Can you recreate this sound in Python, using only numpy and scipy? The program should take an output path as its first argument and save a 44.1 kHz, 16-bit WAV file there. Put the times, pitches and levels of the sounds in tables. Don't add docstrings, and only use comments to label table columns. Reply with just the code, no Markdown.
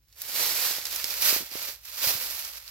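import sys
import numpy as np
from scipy.fft import rfft, irfft, next_fast_len
from scipy.io import wavfile
from scipy.ndimage import map_coordinates

SR = 44100
rng = np.random.default_rng(int(sys.argv[2]) if len(sys.argv) > 2 else 0)


def transcribe(signal):
    frames = np.atleast_2d(signal).T
    limited = np.clip(frames, -1, 1)
    pcm = np.round(limited * 32767).astype(np.int16)
    wavfile.write(sys.argv[1], SR, pcm)


N = 119070


def amp(db):
    return 10 ** (np.asarray(db) / 20)


def unit(x):
    return x / np.sqrt(np.mean(x ** 2) + 1e-20)


def along(points, hz):
    point_hz, values = np.transpose(points)
    return np.interp(np.log(hz + 1), np.log(point_hz + 1), values)


def automation(points):
    return np.interp(np.arange(N) / SR, *np.transpose(points))


def wobble(rate):
    return map_coordinates(rng.standard_normal(int(N * rate / SR) + 4), [np.arange(N) * rate / SR])


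def filtered(x, response):
    size = 2 * next_fast_len(N // 2 + 8192)
    return irfft(rfft(x, size) * response(np.fft.rfftfreq(size, 1 / SR)), size)[..., :N]


def spread(pair):
    # frequency_hz, coherence (0-1)
    likeness = [(150, .8), (500, 0.91), (1400, 0.6), (2800, 0.22), (6000, 0.39), (12000, 0.22)]
    angle = lambda hz: np.arccos(np.clip(along(likeness, hz), 0, 1)) / 2
    mid, side = filtered(pair, lambda hz: np.array([np.cos(angle(hz)), np.sin(angle(hz))]))
    return np.array([mid + side, mid - side])


def background(drone_hz=55, width_hz=11):
    # frequency_hz, relative_db
    air_shape = [(20, -35), (50, 1), (90, 1), (200, -19.5), (1000, -34), (4000, -43), (15000, -49)]
    drone_band = lambda hz: 1 / (1 + (2 * (hz - drone_hz) / width_hz) ** 2)
    drone = unit(filtered(rng.standard_normal(N), drone_band))
    drift_rad = .45 * wobble(5.73)
    hum = unit(np.sin(2 * np.pi * drone_hz * np.arange(N) / SR + drift_rad))
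    air = unit(filtered(spread(rng.standard_normal((2, N))), lambda hz: amp(along(air_shape, hz))))
    return amp(-67.5) * drone + amp(-69.5) * hum + amp(-68.5) * air


def leaf_colour(hz, low_cut_hz=70):
    # frequency_hz, left_relative_db, right_relative_db
    colour = [(100, -19.5, -20), (252, -23, -21), (572, -10, -12), (740, -14, -14), (1390, -10, -11),
              (2420, -11, -3.5), (3120, -8, -8), (4330, -9, -0.5), (5400, -9, -1), (7780, -7, -11),
              (8570, -16.5, -10.5), (10800, -9, -7.5), (11890, -9.5, 1.5), (14250, -6.5, -3.5),
              (16800, -13, -10)]
    sides_db = [along(np.array(colour)[:, [0, side]], hz) for side in (1, 2)]
    gain = unit(amp(sides_db) * hz ** 2 / (hz ** 2 + low_cut_hz ** 2))
    cepstrum = irfft(np.log(gain + 1e-6))
    half = cepstrum.shape[1] // 2
    fold = np.r_[1, np.full(half - 1, 2), np.zeros(half)]
    return np.exp(rfft(cepstrum * fold))


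def at_microphones(pair):
    # time_s, lead_s
    right_leads = [(.8, -.00003), (1.2, .00006)]
    left, right = filtered(spread(pair), leaf_colour)
    delayed_left = map_coordinates(left, [np.arange(N) - SR * automation(right_leads)], order=5)
    return np.array([delayed_left, right])


def rustle(grains_per_s=1800, body_hz=736, treble_hz=8000):
    # time_s, level_db
    slides = [
        [(0.0, -79.5), (0.154, -61), (0.158, -55), (0.19, -49.5), (0.21, -45.5)],
        [(.24, -43), (.28, -40.5), (.38, -28.5), (.45, -28.5), (.54, -30.5), (.57, -28.5), (.61, -31),
         (.65, -27.5), (.73, -32.5), (.84, -39)],
        [(.88, -36.5), (.93, -33), (1.02, -36.5), (1.13, -33.5)],
        [(1.16, -36.5), (1.2, -32.5), (1.23, -25.5), (1.27, -23), (1.31, -25), (1.35, -25), (1.4, -34),
         (1.43, -40), (1.47, -42.5)],
        [(1.49, -45.5), (1.544, -37.5), (1.688, -35), (1.782, -52), (1.792, -56), (1.82, -57.5)],
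        [(1.843, -52.5), (1.851, -45.5), (1.965, -40), (2.047, -26), (2.069, -28), (2.079, -24.5),
         (2.191, -36.5), (2.2, -34)],
        [(2.24, -34.5), (2.34, -36.5), (2.44, -38.5), (2.52, -43), (2.58, -42.5), (2.61, -49), (2.7, -47)],
    ]
    # time_s, gain_db
    body_ride = [(.1, -5), (.42, 4.5), (.66, -2), (.86, -1), (1.2, -2.5), (1.7, 0), (1.9, -14), (2.03, 1),
                 (2.2, 1.5), (2.42, -7.5), (2.7, -25)]
    # time_s, gain_db
    treble_ride = [(.1, -0.5), (.22, 1), (.42, 1), (.64, 1.1), (.82, -1.5), (1.1, 0), (1.27, .7),
                   (1.47, -1.5), (1.75, -0.8), (2.05, 0), (2.26, .8), (2.7, -2)]
    level_db = automation(np.concatenate(slides))
    density = amp(level_db + 35.5) ** 1.1
    chance = np.clip(grains_per_s / SR * density, .01, 1)
    catches = rng.random(N) < chance
    size_db = 2 * np.clip(rng.standard_normal(N), -2, 2)
    sizes = catches * amp(size_db) / np.sqrt(chance)
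    direction = 2 * np.pi * rng.random(N)
    grains = unit(sizes * np.array([np.cos(direction), np.sin(direction)]))
    hiss = rng.standard_normal((2, N))
    contact = amp(-1) * grains + amp(1.38) * hiss
    body = filtered(contact, lambda hz: 1 / (1 + (hz / body_hz) ** 2) ** 2)
    treble = filtered(contact, lambda hz: 1 - np.exp(-(hz / treble_hz) ** 4))
    for band, ride in (body, body_ride), (treble, treble_ride):
        contact = contact + band * (amp(automation(ride)) - 1)
    flutter_db = .96 * wobble(70.14)
    return at_microphones(contact * amp(level_db + flutter_db))


def snaps(crack_t60_s=.002, scatter_t60_s=.035, width_octaves=1.4, trim_db=-8):
    # start_s, level_db (before trim), centre_hz, sharpness (0-1)
    breaks = [(0.127, -36.5, 5500, 0.3), (.186, -29, 13000, .3), (0.2185, -9.5, 15400, 0.65),
              (.814, -20, 2760, 0.54), (.8541, -11, 5600, 0.94), (0.8661, -17, 6000, 0.3),
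              (0.8692, -19, 5800, .5), (.9605, -12, 8500, 1), (.9626, -19, 13500, 0.7),
              (0.9988, -15, 1400, 0.8), (1.043, -9, 5560, 0.7), (1.106, -15.5, 3980, 0.7),
              (1.1406, -15.5, 2300, 1), (1.222, -12, 13000, .4), (1.274, -16, 5500, .7),
              (1.352, -14, 4500, 0.3), (1.513, -28, 5000, .4), (1.852, -27.5, 6000, 0.5),
              (1.9242, -25.5, 5000, 0.5), (2.305, -19, 7400, 0.3), (2.3687, -19, 9000, .25),
              (2.392, -16, 9000, 0.5), (2.395, -17, 10000, 0.6), (2.4485, -16, 7000, .3),
              (2.457, -32, 6000, 0.4), (2.485, -26, 7000, .3), (2.566, -26, 6000, .3),
              (2.678, -23, 4700, 0.5)]
    out = np.zeros((2, N + SR))
    t = np.arange(4096) / SR
    bins_hz = np.fft.rfftfreq(len(t), 1 / SR) + 1
    crack = amp(-60 * t / crack_t60_s)
    scatter = amp(-12 - 60 * t / scatter_t60_s)
    margin = len(t) // 2
    for start_s, level_db, centre_hz, sharpness in breaks:
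        burst = (sharpness * crack + scatter) * rng.standard_normal((2, len(t)))
        burst[0, 0] = 1.8 * sharpness
        resonance = unit(1 / (1 + 2j * np.log2(bins_hz / centre_hz) / width_octaves))
        snap = irfft(rfft(np.roll(burst, margin, axis=1)) * resonance)
        first = round(start_s * SR) - margin
        out[:, first:first + len(t)] += amp(level_db + trim_db) * snap
    return at_microphones(out[:, :N]) * amp([[-1.5], [0]])


def handling_knocks(rise_cycles=.25, fall_cycles=.18):
    # centre_s, right_peak_db, pitch_hz, left_offset_db
    bumps = [(.7105, -31, 570, 0), (.785, -34.5, 535, 0), (1.044, -37, 330, -4.5), (1.3288, -23, 390, -26),
             (1.3647, -23.5, 375, -33), (1.406, -34, 292, -28), (1.412, -33, 300, -23),
             (1.425, -35, 280, -30), (1.433, -39, 264, -26), (1.52, -43, 270, -28),
             (1.5556, -24.5, 375, -31), (1.687, -36, 480, -6), (2.075, -41.5, 102, 2),
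             (2.154, -41, 111, -2)]
    out = np.zeros((2, N))
    for centre_s, peak_db, pitch_hz, left_offset_db in bumps:
        cycles = (np.arange(N) / SR - centre_s) * pitch_hz
        envelope = np.exp(-np.abs(cycles) / np.where(cycles < 0, rise_cycles, fall_cycles))
        push = envelope * np.sin(2 * np.pi * cycles)
        out += amp([[peak_db + left_offset_db], [peak_db]]) * push / np.abs(push).max()
    return out


def scene():
    return rustle() + snaps() + handling_knocks() + background()


def record(dry):
    return filtered(dry, lambda hz: hz < 15820)


dry = scene()
out = record(dry)
transcribe(out)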